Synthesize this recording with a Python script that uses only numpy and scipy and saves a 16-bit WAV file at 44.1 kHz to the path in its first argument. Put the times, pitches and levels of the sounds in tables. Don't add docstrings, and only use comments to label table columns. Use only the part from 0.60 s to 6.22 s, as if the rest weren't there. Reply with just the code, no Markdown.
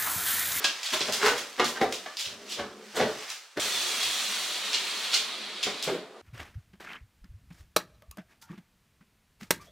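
import sys
import numpy as np
from scipy import signal
from scipy.fft import rfft, irfft
from scipy.io import wavfile

SR = 44100
rng = np.random.default_rng(int(sys.argv[2]) if len(sys.argv) > 2 else 0)


def pcm_store(signal):
    levels = np.round(np.clip(np.atleast_2d(signal), -1, 1) * 32767)
    wavfile.write(sys.argv[1], SR, levels.astype(np.int16).T)


N = 247644
TIME = np.arange(N) / SR
CUT_S = 2.997


def undb(db):
    return 10 ** (np.asarray(db) / 20)


def unit(x):
    return x / np.sqrt(np.sum(x ** 2) + 1e-18)


def at_hz(points, hz):
    point_hz, value = np.transpose(points)
    return np.interp(np.log(np.maximum(hz, 1)), np.log(point_hz), value)


def gain_curve(points):
    return undb(np.interp(TIME, *np.transpose(points)))


def convolve(x, impulse_response):
    return signal.oaconvolve(x, impulse_response)[:len(x)]


def response(points, size=4096):
    gains = undb(at_hz(points, np.fft.rfftfreq(size, 1 / SR)))
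    cepstrum = irfft(np.log(gains))
    cepstrum[1:size // 2] *= 2
    cepstrum[size // 2 + 1:] = 0
    return irfft(np.exp(rfft(cepstrum)))


def colour(x, points):
    return convolve(x, unit(response(points)))


def walk(rate):
    values = rng.standard_normal(2048)
    return np.interp(TIME * rate, np.arange(len(values)), values)


def contacts(rate, spread_db, count=N):
    happens = rng.random(count) < rate / SR
    sizes = undb(spread_db * np.clip(rng.standard_normal(count), -2, 2))
    signs = rng.choice([-1, 1], count)
    return unit(happens * sizes * signs) * np.sqrt(count)


def chatter(rise, fall, rate, spread_db, count=16384):
    t = (np.arange(count) - count // 2) / SR
    swell = np.exp(np.where(t < 0, t / rise, -t / fall))
    return contacts(rate, spread_db, count=count) * swell


SPILL_S, SPILL_SHARE = 0.0073, 0.85


def flurry_of(rise, rate, spread_db):
    return chatter(rise, SPILL_S + SPILL_SHARE * rise, rate, spread_db)


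def add(track, s, sound):
    start = int(s * SR)
    skip, stop = max(-start, 0), min(len(sound), N - start)
    track[start + skip:start + stop] += sound[skip:stop]


def place(track, s, flurry, db):
    out = track.copy()
    add(out, s - len(flurry) / 2 / SR, unit(flurry) * undb(db) * np.sqrt(.04 * SR))
    return out


def mode(hz, t60):
    t = np.arange(SR // 3) / SR
    return np.cos(2 * np.pi * hz * t) * np.exp(-np.log(1000) * t / t60)


# (frequency [Hz], relative level [dB])
AIR_COLOUR = [(25, -10), (100, -9), (300, -15), (700, 8), (3000, 5), (8000, -0.5), (16000, -19)]


def background_air(level_db=-61):
    return undb(level_db) * colour(rng.standard_normal(N), AIR_COLOUR)


# (time [s], relative level [dB])
HANDLING = [(0, -36.5), (.18, -41.5), (.34, -36.5), (.66, -35), (.9, -45.5), (1.7, -50), (2.18, -55.5),
            (2.33, -43.5), (2.7, -40.5), (2.87, -58)]
# (frequency [Hz], relative level [dB])
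RUSTLE_COLOUR = [(80, -49), (200, -31), (400, -11), (700, 1), (1500, 4.5), (2300, 5), (3400, 3.5),
                 (5500, 2), (8000, -6), (12000, -16), (16000, -19)]
# (frequency [Hz], relative level [dB])
FIZZ_COLOUR = [(2000, -82), (4500, 4), (7000, 10), (10000, 2.5), (16000, -5)]


def handling(level, rustle_db=0.5, tick_db=-16):
    fibres = contacts(rate=2500, spread_db=5)
    specks = contacts(rate=35, spread_db=5)
    strokes = undb(2 * walk(35))
    cloth = colour(fibres, RUSTLE_COLOUR) * strokes * undb(rustle_db)
    ticks = undb(tick_db) * colour(specks, FIZZ_COLOUR)
    return level * (cloth + ticks)


# (frequency [Hz], relative level [dB], t60 [s])
CASE_MODES = [(151.5, 0.5, 0.31), (189.7, -0.5, 0.13), (231, -5.5, 0.49), (332, -33, 0.22), (377, -4, 0.31),
              (445, -11.5, 0.59), (431, 1, 0.25), (572, -6, 0.13), (622, -6, 0.13), (685, -24, 0.31),
              (729, -7.5, 0.077), (1030, -1.5, 0.075), (1200, -15, 0.13), (1210, -19, 0.35),
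              (1420, -16, 0.18), (1650, -24, .22), (1860, -10, 0.39), (1895, -12, 0.2), (2260, -33, .2),
              (2506, -11, 0.16)]


def case(force, direct_db=-2, ring_db=-31):
    ring = sum(undb(db) * unit(mode(hz, t60)) for hz, db, t60 in CASE_MODES)
    return undb(direct_db) * force + undb(ring_db) * convolve(force, ring)


# (time [s], rise [s], relative level [dB],
# hardness [0-1], ring of the struck part [Hz], ring over the level [dB])
BUMPS = [ (.006, 0.015, -37, 0.8, 1290, -8), (.043, 0.00037, -34.5, 0.91, 1628, 2),
         (0.334, 0.0065, -29.5, 0.78, 627, -2.5), (.407, 0.00045, -33.5, 0.34, 405, -11),
         (.488, 0.0074, -32, 0.34, 480, -11), (.631, 0.025, -23.5, 0.96, 413, -5),
         (0.662, 0.011, -19.5, 0.98, 471, -7.5), (.682, 0.0023, -31, 0.36, 1504, 3.5),
         (1.0, 0.0066, -20.5, 0.7, 440, -13), (1.017, 0.0069, -28.5, 0.5, 1120, -22),
         (1.058, 0.007, -41, .1, 233, 2.5), (1.167, 0.0078, -36.5, 0.92, 1555, -3),
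         (1.214, 0.0045, -22, 0.17, 767, -3), (1.23, 0.0023, -29.5, 0.09, 332, -0.5),
         (1.46, 0.00045, -40.5, 0.83, 1738, -2), (1.465, 0.0017, -49, 0.76, 1185, 5),
         (1.993, 0.013, -31.5, 0.57, 440, -10), (2.375, 0.012, -27.5, 0.4, 470, -9),
         (2.404, 0.015, -22, 0.34, 500, -13), (2.429, 0.016, -27.5, 0.2, 210, -5),
         (2.974, 0.0041, -29, 0.21, 540, -3.5), (2.986, 0.0024, -35.5, 0, 337, -18),
         (3.051, 0.022, -43.5, 0, 413, -4), (3.29, 0.06, -47.5, 0, 377, 2.5),
         (5.07, 0.0067, -32, 0.5, 187, -8), (5.281, 0.0066, -28.5, 0.3, 163, -6),
         (5.3, 0.0033, -42.5, 0, 382, 11), (5.338, 0.0093, -37, 0.14, 366, -2)]
# (frequency [Hz], relative level [dB])
THUD_COLOUR = [(30, -56), (70, -39), (110, -7), (160, -9.5), (210, 1.5), (330, 2.5), (500, 6.5), (700, 3.5),
               (1100, -19), (3000, -86.5)]
# (frequency [Hz], relative level [dB])
CLACK_COLOUR = [(100, -58), (250, -15), (550, -13.5), (800, 3), (1500, 5), (2100, 4), (3000, -8.5),
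                (6000, -23), (15000, -71)]
# (frequency [Hz], relative level [dB])
CRACK_COLOUR = [(700, -9), (1800, -24), (2800, 11), (4300, 3), (6300, -4.5), (9000, -18), (12000, -19),
                (16000, -42)]
CRACK_DB = -5.5


def bumps(rows):
    thud, clack, crack, parts = np.zeros((4, N))
    for s, rise, db, hardness, ring_hz, ring_db in rows:
        flurry = flurry_of(rise, rate=2000, spread_db=6.5)
        hard = np.clip(hardness, .01, .99)
        thud_db = db + 10 * np.log10(1 - hard)
        clack_db = db + 10 * np.log10(hard)
        thud = place(thud, s, flurry, thud_db)
        clack = place(clack, s, flurry, clack_db)
        crack = place(crack, s, flurry, clack_db + CRACK_DB)
        struck = mode(ring_hz, t60=0.093)
        parts = place(parts, s, convolve(flurry, struck), db + ring_db)
    body = case(colour(thud, THUD_COLOUR) + colour(clack, CLACK_COLOUR))
    return body + colour(crack, CRACK_COLOUR) + parts


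SHIVER_DB, SETTLE_S = -16.5, 0.095


def settling(knocks):
    level = 0
    for s, _, db, *_ in knocks:
        fade = (TIME > s) * np.exp(-np.abs(TIME - s) / SETTLE_S)
        level = level + undb(db + SHIVER_DB) * fade
    return level


# (frequency [Hz], relative level [dB])
MURMUR_COLOUR = [(30, -30), (105, -48), (160, -14), (210, -7), (290, 0.5), (400, 1), (650, 1.5), (900, -5),
                 (1250, -2.5), (2500, -15.5), (8000, -46)]


def murmur(level, gain_db=-1.0):
    taps = contacts(rate=900, spread_db=3)
    return case(colour(taps, MURMUR_COLOUR) * level * undb(gain_db))


# (time [s], relative level [dB])
STEPS = [(1.663, -54.5), (1.987, -50), (3.019, -55), (3.14, -60), (3.441, -60)]
# (frequency [Hz], relative level [dB])
BOOM_COLOUR = [(20, -29), (45, -16), (90, 4), (150, -5), (500, -76)]
BOARD_DB = -34.5


def floorboards(loads):
    force = np.zeros(N)
    for s, db in loads:
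        flurry = chatter(rise=.005, fall=.03, rate=1500, spread_db=2)
        force = place(force, s, flurry, db)
    return colour(force, BOOM_COLOUR)


# (time [s], rise of the skid [s], tick level [dB], skid level [dB],
# dust over both [dB])
SCUFFS = [ (.042, 0.0022, -27.5, -24.5, -16.5), (0.231, 0.014, -37, -31.5, -11.5),
          (.305, 0.015, -46, -28.5, -6.5), (.406, 0.004, -31, -31.5, -28),
          (.524, 0.0059, -34.5, -29.5, -4.5), (.618, 0.021, -62, -34, 1), (0.765, 0.0082, -47, -36, -5),
          (1.043, .005, -34.5, -32.5, -7), (1.08, 0.0036, -48, -41, 0), (1.324, .008, -34.5, -36.5, -9.5),
          (1.57, 0.014, -41, -31, -7.5), (1.643, 0.0068, -48, -35, -16), (1.865, 0.027, -56, -32.5, -9.5),
          (2.351, 0.0068, -63, -36, -3.5), (2.701, .007, -42, -43, -4.5), (3.402, 0.014, -54, -29, -9),
          (4.131, 0.0075, -30.5, -25.5, -30), (4.521, .011, -40, -20, -14), (5.029, .003, -34, -27, -15),
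          (5.226, 0.0069, -36.5, -33, -6.5)]
# (frequency [Hz], relative level [dB])
RASP_COLOUR = [(80, -38), (200, -47), (700, -13), (1700, -8), (2500, 0.5), (3300, 5), (4800, 1),
               (7000, -7.5), (10000, -20), (16000, -61)]
SKID_PEAK_RISES = 2.1
TICK_RISE_S, TICK_FALL_S = 0.0001, 0.0036


def scuffs(rows):
    rasp, fizz = np.zeros((2, N))
    for s, rise, tick_db, skid_db, dust_db in rows:
        tick = chatter(TICK_RISE_S, TICK_FALL_S, rate=6000, spread_db=2)
        slips = flurry_of(rise, rate=4000, spread_db=0.5)
        dust = flurry_of(rise, rate=1500, spread_db=6.5)
        peak = s + SKID_PEAK_RISES * rise
        rasp = place(rasp, s, tick, tick_db)
        rasp = place(rasp, peak, slips, skid_db)
        fizz = place(fizz, s, tick, tick_db + dust_db)
        fizz = place(fizz, peak, dust, skid_db + dust_db)
    return colour(rasp, RASP_COLOUR) + colour(fizz, FIZZ_COLOUR)


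ROCK_FROM_S, ROCK_TO_S, ROCK_EASE_S, ROCK_DB = 1.6, 2.298, 0.064, -53


def rocking():
    to_nearest_end = np.minimum(TIME - ROCK_FROM_S, ROCK_TO_S - TIME)
    return undb(ROCK_DB) * np.clip(to_nearest_end / ROCK_EASE_S, 0, 1)


# (frequency [Hz], relative level [dB], t60 [s])
PANEL_MODES = [(208, 3.5, 0.21), (393, -6.5, 0.049)]
ROCK_DRONE_DB, PUSH_DRONE_DB = 2.5, -12.5


def drone(level):
    panels = unit(sum(undb(db) * unit(mode(hz, t60)) for hz, db, t60 in PANEL_MODES))
    hum = unit(convolve(panels, response(MURMUR_COLOUR)))
    return convolve(level * contacts(rate=900, spread_db=6.5), hum)


# (time [s], speed against full speed [dB])
PUSH_SPEED = [(3.0, -0.5), (3.75, -1.5), (4.02, -3.5), (4.5, -3.5), (4.87, -9), (5.2, -8.5), (5.36, -14),
              (5.46, -31)]
# (frequency [Hz], relative level [dB])
SLIDE_COLOUR = [(100, -59), (220, -32), (400, -22), (700, -5), (950, -4.5), (1250, -1.5), (1600, -2),
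                (2400, 1.5), (2850, 1.5), (3400, 4.5), (4300, 3.5), (5200, -6), (7000, -13), (10000, -18.5),
                (16000, -49)]
# (frequency [Hz], relative level [dB])
GRIT_COLOUR = [(3000, -23.5), (5500, 8), (7000, 7.5), (9500, 1.5), (12000, -4.5), (16000, -8)]
FRICTION_DB = -31
GRIT_DB, GRIT_POWER = -37.5, 2.63
JUDDER_DB, JUDDER_POWER = -47, 0.11


def push(friction, grit, slide_db=1.5, grit_db=4.5, uneven_db=0.47):
    slips = contacts(rate=9000, spread_db=4.5)
    grains = contacts(rate=5000, spread_db=4)
    grip = undb(uneven_db * walk(45))
    hiss = colour(slips, SLIDE_COLOUR) * friction * undb(slide_db)
    sparkle = colour(grains, GRIT_COLOUR) * grit * undb(grit_db)
    return grip * (hiss + sparkle)


# (time [s], pitch [Hz], level [dB])
WHISTLE = [(3.09, 3540, -58), (3.12, 3520, -31), (3.271, 3333, -41), (3.43, 3305, -35), (3.56, 3420, -44)]


def whistle(waver=0.0192, flutter_db=3):
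    s, hz, db = np.transpose(WHISTLE)
    pitch = np.interp(TIME, s, hz) * (1 + waver * walk(300))
    level_db = np.interp(TIME, s, db, left=-np.inf, right=-np.inf) + flutter_db * walk(80)
    return undb(level_db) * np.sin(2 * np.pi * np.cumsum(pitch) / SR)


# (frequency [Hz], t60 [s])
ROOM_DECAY = [(100, 0.39), (400, 0.33), (1500, 0.35), (4000, 0.33), (12000, 0.34)]
# (frequency [Hz], side minus mid [dB])
ECHO_WIDTH = [(60, -44), (125, -71), (250, -32), (500, -19), (1000, -15.5), (2000, -12), (4000, -6),
              (8000, -3), (14000, 1)]


def echoes(build_s=0.0008, size=22050):
    t, hz = np.arange(size) / SR, np.fft.rfftfreq(size, 1 / SR)
    centres = np.transpose(ROOM_DECAY)[0]
    noise, tails = rfft(rng.standard_normal((2, size))), 0
    for share, (_, t60) in zip(np.eye(len(ROOM_DECAY)), ROOM_DECAY):
        band = irfft(noise * at_hz(np.c_[centres, share], hz))
        tails = tails + band * np.exp(-np.log(1000) * t / t60) / np.sqrt(t60)
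    mid, side = (unit(tail * (1 - np.exp(-t / build_s))) for tail in tails)
    return mid, convolve(side, response(ECHO_WIDTH))


def room(x, hops, direct_db=-4.5, echo_db=-3.5, count=6):
    shares = np.array([walk(hops) for _ in range(count)])
    shares = shares / np.linalg.norm(shares, axis=0)
    out = undb(direct_db) * x
    for share in shares:
        sent = undb(echo_db) * share * x
        mid, side = echoes()
        out = out + convolve(sent, mid) + np.array([[1], [-1]]) * convolve(sent, side)
    return out


def shot(start, end, shiver, drone_db, rubbing, landings, pan_db=-0.64):
    knocks, skids, steps = ([row for row in table if start <= row[0] < end]
                            for table in (BUMPS, SCUFFS, STEPS))
    shaking = murmur(shiver + settling(knocks)) + drone(shiver * undb(drone_db))
    wood = bumps(knocks) + shaking + floorboards(steps + landings)
    surface = scuffs(skids) + rubbing
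    pan = undb(np.array([[pan_db], [-pan_db]]) / 2)
    panels = room(wood, hops=20, direct_db=-3.5, echo_db=-3.5)
    return panels + pan * room(surface + background_air(), hops=150)


def scene():
    rustle, speed = gain_curve(HANDLING), gain_curve(PUSH_SPEED)
    landings = [(s, db + BOARD_DB) for s, _, db, *_ in BUMPS if s < CUT_S]
    setting_down = shot(0, CUT_S, rocking(), ROCK_DRONE_DB, handling(rustle), landings)

    friction = undb(FRICTION_DB) * speed
    grit = undb(GRIT_DB) * speed ** GRIT_POWER
    judder = undb(JUDDER_DB) * speed ** JUDDER_POWER
    feet = push(friction, grit) + whistle()
    sliding = shot(CUT_S, np.inf, judder, PUSH_DRONE_DB, feet, [])
    return np.where(TIME < CUT_S, setting_down, sliding)


def record(dry):
    top_hz = 15900
    steep_lowpass = signal.ellip(10, .1, 70, top_hz, fs=SR, output="sos")
    return signal.sosfilt(steep_lowpass, dry)


dry = scene()
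out = record(dry)
pcm_store(out)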